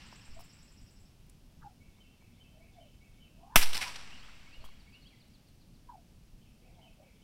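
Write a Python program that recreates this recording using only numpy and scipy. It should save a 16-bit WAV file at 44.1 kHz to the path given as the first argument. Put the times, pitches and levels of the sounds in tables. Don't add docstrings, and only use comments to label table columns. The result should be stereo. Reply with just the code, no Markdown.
import sys
import numpy as np
from scipy import signal
from scipy.fft import rfft, irfft
from scipy.io import wavfile
from scipy.ndimage import uniform_filter1d

SR = 44100
rng = np.random.default_rng(int(sys.argv[2]) if len(sys.argv) > 2 else 0)


def waveform_to_disk(signal):
    frames = np.transpose(np.atleast_2d(signal))
    scaled = np.clip(frames, -1, 1) * 32767
    samples = np.round(scaled).astype(np.int16)
    wavfile.write(sys.argv[1], SR, samples)


N = 318843

CRACK_S, EARLIER_CRACK_S = 3.5578, -.6
EDGE_HZ = 15900
SPEED_UP, WHISTLE_SPREAD = .4, .17

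# frequency in Hz, relative level in dB per Hz.
AIR_SPECTRUM = [(10, -9), (25, 1), (60, -6), (140, -9), (230, -12), (400, -24), (750, -28), (1100, -33),
                (1900, -35), (2700, -30), (3700, -33), (5400, -32), (6600, -36), (14500, -42)]
# time in seconds, relative level in dB.
RUMBLE_LEVEL = [(0, 2), (1.6, 0), (3, .5), (4.3, .5), (5.2, -2), (5.7, 0.5), (6.7, .5), (7.2, -1)]
# frequency in Hz, time to fall by 60 dB in seconds.
WOOD_DECAY = [(150, 2.4), (1000, 2.8), (3000, 3.25), (5500, 2.7), (8000, 3.2), (10000, .9), (15000, 0.23)]
# seconds after the crack, relative
# peak level in dB, time to the peak in seconds, frequency in Hz that the front favours.
ECHO_FRONTS = [(.015, -23, .0006, 2698), (.053, -28, .005, 2400), (.066, -26.5, 0.0057, 4640),
               (0.0673, -27, 0.00043, 13500), (.172, -32, 0.0032, 3400), (.184, -31.5, 0.0088, 4600),
               (.211, -30, 0.0017, 9900), (.2194, -24.5, 0.00069, 4760), (.249, -32, .013, 2300),
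               (.261, -32.5, 0.0024, 1800), (.312, -41, 0.008, 5000), (.399, -36.5, 0.0029, 4400)]
# frequency in Hz, relative level in dB per Hz.
SCATTER_SPECTRUM = [(80, -9), (350, -15), (620, -12), (850, -4.5), (1100, -7), (2700, -1.5), (4800, -3.5),
                    (5800, -2), (6700, -11), (8200, -6), (12000, -8.5), (16000, -10)]
# frequency in Hz, relative level in dB per Hz.
FAR_SCATTER_SPECTRUM = [(100, -11), (500, -7), (900, 0), (1900, 0), (2750, 3), (3600, -3), (4600, -1.5),
                        (5700, -4), (6700, -12), (9600, -12), (15000, -19)]
# frequency in Hz, gain in dB.
PORT_RESPONSE = [(5000, -0.5), (5850, 1), (6400, -3), (7600, 2.5), (8500, -3), (9500, 4), (10400, -4),
                 (11800, 3), (12700, -4), (13800, 0), (16000, -2)]
# seconds into the motif, length in seconds,
# start, middle and end pitch in Hz, relative level in dB.
TRILL_NOTES = [(0, .019, 4600, 5450, 5650, -1.5), (.012, .022, 5700, 5150, 4200, -4),
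               (.042, .016, 6600, 7700, 8250, -1), (.056, .016, 8150, 7900, 6900, -7)]
ROLL_NOTES = [(0, .045, 2170, 2240, 2400, -3), (.035, .035, 2520, 2640, 2560, -3),
              (.055, .035, 2550, 2300, 1900, -4), (.128, .02, 3800, 3450, 2950, -6),
              (.16, .04, 2100, 2230, 2330, -6), (.195, .045, 2950, 3070, 2950, 1),
              (.228, .06, 2950, 2650, 2600, -1)]
SLUR_NOTES = [(0, .042, 5000, 4350, 3150, 0)]
WHISTLE_NOTES = [(0, .045, 2170, 2230, 2300, -4), (.052, .066, 2330, 2790, 2960, 2),
                 (.14, .03, 4000, 4350, 3300, -5), (.17, .036, 2700, 3220, 3380, 0),
                 (.216, .06, 2650, 2200, 1870, -7.5)]
# start in seconds, thud level in dB, thud pitch in Hz,
# level of the spray of grit in dB.
SAND_TOUCHES = [(.126, -47, 880, -71), (.279, -56, 860, -70), (.391, -52, 740, -58), (.404, -56, 900, -56),
                (.443, -59, 800, -64), (1.985, -64, 950, -88), (2.222, -62, 940, -88),
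                (4.236, -47.5, 1600, -72), (4.247, -51, 1600, -73), (4.284, -49, 1340, -75),
                (4.294, -54, 1400, -77), (4.57, -53.5, 497, -72), (4.6403, -45, 830, -59),
                (4.648, -63, 1480, -55.5), (4.659, -56, 850, -66), (4.687, -55, 850, -70)]
# start in seconds, level in dB, pitch in Hz.
TACK_CLICKS = [(1.264, -69, 13000), (1.296, -54, 9200), (5.28, -67.5, 9550), (5.485, -65.5, 9400)]
# start in seconds, level in dB.
HANDLING_BUMPS = [(.28, -42.5), (4.575, -40)]
# loudest moment in seconds, length in seconds, pitch in Hz,
# glide in octaves per second, level in dB, rush of the tip in dB against the whistle,
# tip speed over mid-rope speed (a ratio).
ROPE_SWEEPS = [(.375, .09, 666, 2.5, -61, -17, 1.2), (1.628, .028, 1188, -3, -57, -5, 1.27),
               (1.66, 0.076, 833, -2.6, -53, -17, 1.75), (2.581, .17, 648, 0.5, -69, -7, 1.15),
               (2.8, .13, 660, -2.5, -61.5, -9, 1.06), (3.448, 0.15, 742, 3, -59, -10.5, 1.36),
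               (3.531, 0.055, 960, 2, -53, -15, 1.7), (3.79, .03, 996, 0, -48, -16, 1.4),
               (3.864, 0.057, 1010, -2, -48, -8, 1.4), (4.62, 0.051, 605, 6.5, -63.5, -10, 1.38),
               (5.903, .036, 977.5, -0.5, -50, -17.5, 1.56), (5.947, .07, 803, -4.5, -54, -24, 1.4),
               (6.679, .16, 500, .5, -69.5, -2, 1.45), (6.796, 0.084, 690, -1.5, -61, -7.5, 1.13),
               (6.858, 0.076, 720, -2.5, -65, -6, 1.1), (7.019, .12, 601, -2, -63, -4, 1.22),
               (7.154, .1, 450, -3, -71.5, -14, 1.2)]
# frequency in Hz, relative level in dB per Hz.
CRACK_SPECTRUM = [(60, -17), (140, -2.5), (230, -4.5), (470, -12), (620, -4), (800, 4), (1030, -7),
                  (1250, 1), (1700, 1), (1980, -7), (2200, 0), (2450, -3), (2850, 3), (3200, -2), (3450, 0),
                  (3700, -9), (4800, -12), (5500, -8), (5900, -2), (6200, -11), (6800, -14), (9500, -10),
                  (11800, -6.5), (16000, -13)]
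# frequency in Hz, left minus right in dB.
CRACK_BALANCE = [(60, 2.0), (150, 3.0), (380, 0.5), (950, 1.5), (2380, 0.0), (5980, -3.0), (15000, -3.0)]
# frequency in Hz, relative level in dB per Hz.
NEAR_SPECTRUM = [(80, -10), (300, -11), (600, -14), (850, -7), (1150, -8), (1700, -1), (2700, 2),
                 (3600, -6), (4600, -7), (5800, -5), (6800, -9), (11800, -7), (16000, -13)]
# frequency in Hz, half width in Hz, relative level in dB.
RAIL_PEAKS = [(1251.5, 20, -2), (1650, 22, -4), (1783, 29, 1), (2228, 32, 0), (2595, 20, 1), (2712, 49, 2),
              (3000, 30, 0), (3900, 50, -8.5), (5330, 45, -5.5), (5900, 29, 1), (7767, 30, -11),
              (7950, 96, -9.5), (9400, 51, -6), (12100, 41, -9), (12000, 29, -8), (11300, 55, -8)]


def amp(db):
    return 10 ** (np.asarray(db) / 20)


def unit(x):
    return x / np.sqrt(np.mean(x ** 2) + 1e-20)


def read(points, hz):
    f, value = np.transpose(points)
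    return np.interp(np.log(hz + 1), np.log(f + 1), value)


def add(mix, s, sound):
    at = round(s * SR)
    sound = sound[..., max(-at, 0):]
    part = mix[:, max(at, 0):][:, :sound.shape[-1]]
    part += sound[..., :part.shape[1]]


def pair(size, same_below_hz, most=.93):
    left, other = rfft(rng.standard_normal((2, size)))
    same = most / (1 + (np.fft.rfftfreq(size, 1 / SR) / same_below_hz) ** 2)
    right = same * left + np.sqrt(1 - same ** 2) * other
    return irfft(np.array([left, right]), size)


def colour(x, points, size=4096):
    hz = abs(np.fft.fftfreq(size, 1 / SR))
    log_gain = np.log(amp(read(points, hz) + read(PORT_RESPONSE, hz)))
    response = np.exp(np.conj(signal.hilbert(log_gain)))
    taps = np.fft.ifft(response).real[:size // 2]
    taps /= np.linalg.norm(taps)
    return signal.oaconvolve(x, taps[None], axes=1)[:, :x.shape[1]]


def resonate(x, hz, width):
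    turn = np.exp(2j * np.pi * np.cumsum(hz * np.ones(x.shape[-1])) / SR)
    r = np.exp(-np.pi * width / SR)
    smooth = signal.lfilter([1 - r], [1, -r], x / turn)
    return 2 * (turn * smooth).real


def band(x, hz, width, order):
    for _ in range(order):
        x = resonate(x, hz, width)
    return unit(x)


def swell(t, peak_s):
    u = np.maximum(t, 0) / peak_s
    return u * np.exp(1 - u)


def fade(x, db_of, size=256):
    hz, t, z = signal.stft(x, SR, nperseg=size)
    faded = signal.istft(z * amp(db_of(hz[:, None], t)), SR, nperseg=size)[1]
    return faded[:, :x.shape[1]]


def background(level_db=-58, waver_db=1.56, hiss_db=-83):
    hz = np.fft.rfftfreq(N, 1 / SR)
    air = unit(irfft(rfft(pair(N, 1300)) * amp(read(AIR_SPECTRUM, hz)), N))
    drift = unit(irfft(rfft(rng.standard_normal(N)) * (hz < 8), N))
    low = signal.sosfilt(signal.butter(2, 400, fs=SR, output="sos"), air)
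    course_db = np.interp(np.arange(N) / SR, *np.transpose(RUMBLE_LEVEL))
    rumble_gain = amp(waver_db * drift + course_db)
    self_noise = rng.standard_normal((2, N))
    upper_hiss = band(self_noise, 11900, 800, order=2)
    lower_hiss = band(self_noise, 9600, 1000, order=2)
    hiss = unit(upper_hiss + 1.1 * lower_hiss)
    return amp(level_db) * (air + low * (rumble_gain - 1)) + amp(hiss_db) * hiss


def wood():
    return fade(pair(2 * SR, 1800), lambda hz, t: -60 * t / read(WOOD_DECAY, hz))


def echoes(wood_db=-42, absorb_db=26, grain_db=2.5, trail_db=-8.5, trail_s=.057,
           arena_db=-38, arena_s=.09, tint_db=-7, tint_width_hz=1500):
    t = np.arange(2 * SR) / SR
    fronts = sum((amp(db) * swell(t - s, peak_s)) ** 2 for s, db, peak_s, _ in ECHO_FRONTS)
    trails = signal.fftconvolve(fronts, np.exp(-t / trail_s) / (trail_s * SR))[:len(t)].clip(0)
    arena = amp(arena_db) * np.exp(-t / arena_s) * (1 - np.exp(-t / .012))
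    unevenness = unit(uniform_filter1d(rng.standard_normal(len(t)), size=70))
    grain = unit(amp(grain_db * unevenness))
    distinct = pair(len(t), 1100) * np.sqrt(amp(trail_db) * trails + arena ** 2) * grain
    brief = t[:SR // 7]
    for s, db, peak_s, hz in ECHO_FRONTS:
        tint = amp(tint_db) * band(pair(len(brief), 1100), hz, tint_width_hz, order=2)
        front = pair(len(brief), 1100) + tint
        add(distinct, s, amp(db) * swell(brief, peak_s) * front)
    distinct = fade(distinct, lambda hz, t: -absorb_db * t * (hz / 10000) ** 2)
    diffuse = amp(wood_db) * wood() * np.sqrt(grain) * (1 - np.exp(-t / .03))
    near_part = colour(distinct, SCATTER_SPECTRUM) * amp([[-2.5], [2]])
    far_part = colour(diffuse, FAR_SCATTER_SPECTRUM) * amp([[-1.5], [1.5]])
    return near_part + far_part


def song(motif, start_s, period_s, levels_db, dry_db, waver, count, tail_s, slowing=0, skip=0):
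    out = np.zeros((2, N))
    arch = np.interp(np.linspace(0, 2, count), [0, 1, 2], levels_db)
    for note, level_db in enumerate(arch, skip):
        k, place = divmod(note, len(motif))
        s, length, *glide_hz, db = motif[place]
        u = np.linspace(0, 1, round(length * SR))
        wobble = unit(uniform_filter1d(rng.standard_normal(len(u)), size=70))
        glide = np.polyval(np.polyfit([0, .5, 1], glide_hz, 2), u)
        hz = glide * (1 + waver * wobble)
        tone = np.sin(np.pi * u) * np.sin(2 * np.pi * np.cumsum(hz) / SR)
        at = start_s + k * period_s + s * (1 + slowing * k)
        add(out, at, amp(level_db + db + rng.standard_normal()) * tone)
    tail = wood() * np.exp(-np.arange(2 * SR) / SR / tail_s)
    wet = signal.fftconvolve(out, tail / np.linalg.norm(tail[0]), axes=1)[:, :N]
    return amp(dry_db) * out + wet


def birds():
    trill = song(TRILL_NOTES, .017, .0938, levels_db=(-57, -58, -65.5), dry_db=-3.5,
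                 waver=.02, count=46, tail_s=.06)
    rolls = song(ROLL_NOTES, 1.795, .402, levels_db=(-65, -63.5, -64.5), dry_db=-5,
                 waver=.03, count=28, tail_s=.15)
    rolls += song(ROLL_NOTES, 6.208, .405, levels_db=(-68, -62.5, -63.5), dry_db=-4,
                  waver=.03, count=15, tail_s=.15, skip=5)
    whistles = song(WHISTLE_NOTES, 4.047, .407, levels_db=(-58.5, -61.5, -60.5), dry_db=2,
                    waver=.015, count=15, tail_s=.18, slowing=.05)
    slurs = song(SLUR_NOTES, 4.519, .135, levels_db=(-69, -67, -74.5), dry_db=3,
                 waver=.02, count=10, tail_s=.17)
    return trill + rolls + whistles + slurs


def small_hits(thud_s=.0013, grit_s=.0049, click_s=.0018):
    out, t = np.zeros((2, N)), np.arange(SR // 10) / SR
    for s, thud_db, hz, grit_db in SAND_TOUCHES:
        thud = band(pair(len(t), 1200), hz, 820, order=3) * swell(t, thud_s)
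        grit = pair(len(t), 1200) * swell(t, grit_s)
        add(out, s, amp(thud_db) * thud + amp(grit_db) * grit)
    for s, db, hz in TACK_CLICKS:
        click = band(pair(len(t), 1500), hz, 2100, order=1) * swell(t, click_s)
        add(out, s, amp(db) * click)
    return out


def bumps(hz=35, width_hz=60, peak_s=.021, thump_db=-13, rebound=.76, lag_s=.048):
    out, t = np.zeros((2, N)), np.arange(SR // 2) / SR
    push = swell(t, peak_s) ** 2 - rebound * swell(t - lag_s, 2 * peak_s) ** 2
    for s, db in HANDLING_BUMPS:
        thump = band(pair(len(t), 900), hz, width_hz, order=3) * swell(t, 2 * peak_s)
        add(out, s, amp(db) * (push + amp(thump_db) * thump))
    return out


def whistle(peak_s, length_s, hz, glide, db, rush_db, tip_speed, rush_spread=.45):
    t = np.arange(-1.5 * length_s, 2 * length_s, 1 / SR)
    share = np.where(t < 0, SPEED_UP, 1 - SPEED_UP)
    level = 1 / np.cosh(2 * t / (length_s * share))
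    pitch = hz * 2 ** (glide * t)
    air = pair(len(t), 2000)
    rope = band(air, pitch, WHISTLE_SPREAD * hz, order=3)
    tip = band(air, tip_speed * pitch, rush_spread * hz, order=4)
    return peak_s + t[0], amp(db) * level * (rope + amp(rush_db) * tip)


def swings():
    out = np.zeros((2, N))
    for row in ROPE_SWEEPS:
        add(out, *whistle(*row))
    return out


def lash(level_db=-44, rise_s=.008, hz=1050):
    t = np.arange(-SR // 10, 0) / SR
    rush = band(pair(len(t), 2000), hz, 700, order=3)
    return CRACK_S + t[0], amp(level_db) * np.exp(t / rise_s) * rush


def crack(blast_db=-6.5, near_db=-15, near_s=.026, rails_db=-21, rails_s=.026):
    t = np.arange(SR // 3) / SR
    rise_s, hold_s, fall_s = .0006, .0038, .0026
    shape = (1 - np.exp(-t / rise_s)) * np.exp(-np.maximum(t - hold_s, 0) / fall_s)
    shocks = rfft(pair(len(t), 2600) * shape)
    shocks /= np.sqrt(uniform_filter1d(abs(shocks) ** 2, size=80, axis=1) + 1e-9)
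    blast = colour(irfft(shocks, len(t)) * (t < t[-1] / 2), CRACK_SPECTRUM)
    blast *= np.linalg.norm(shape) / np.linalg.norm(blast, axis=1, keepdims=True)
    sides = np.array([.5, -.5])[:, None, None]
    blast = fade(blast, lambda hz, t: read(CRACK_BALANCE, hz) * sides)
    near_shape = (1 - np.exp(-t / .0041)) * np.exp(-t / near_s)
    near = colour(pair(len(t), 1000) * near_shape, NEAR_SPECTRUM)
    drive = pair(len(t), 1100) * np.exp(-t / .004)
    rails = sum(amp(db) * unit(resonate(drive, hz, 2 * width)) for hz, width, db in RAIL_PEAKS)
    rails = unit(rails) * np.sqrt(rails_s / t[-1])
    scatter = (amp(near_db) * near + amp(rails_db) * rails) * amp([[-2.5], [2]])
    return amp(blast_db) * blast + scatter


def overload(push_db=-12.6, push_s=.018, rebound_db=-18, rebound_s=.068, lag_s=.02,
             settle_db=-44, settle_s=.36):
    t = np.arange(2 * SR) / SR
    push = amp(push_db) * swell(t, push_s) ** 2
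    rebound = amp(rebound_db) * swell(t - lag_s, rebound_s) ** 2
    settle = amp(settle_db) * swell(t, settle_s) ** 2
    return (rebound - push - settle) * amp([[1], [-1]])


def scene():
    out = background() + birds() + small_hits() + bumps() + swings()
    add(out, EARLIER_CRACK_S, amp(-1) * echoes())
    add(out, *lash())
    for part in (crack(), echoes(), overload()):
        add(out, CRACK_S, part)
    return out


def record(dry, ceiling=.76):
    squashed = ceiling * np.tanh(dry / ceiling)
    low_pass = signal.firwin(511, EDGE_HZ, window=("kaiser", 9), fs=SR)
    return signal.oaconvolve(squashed, low_pass[None], "same")


dry = scene()
out = record(dry)
waveform_to_disk(out)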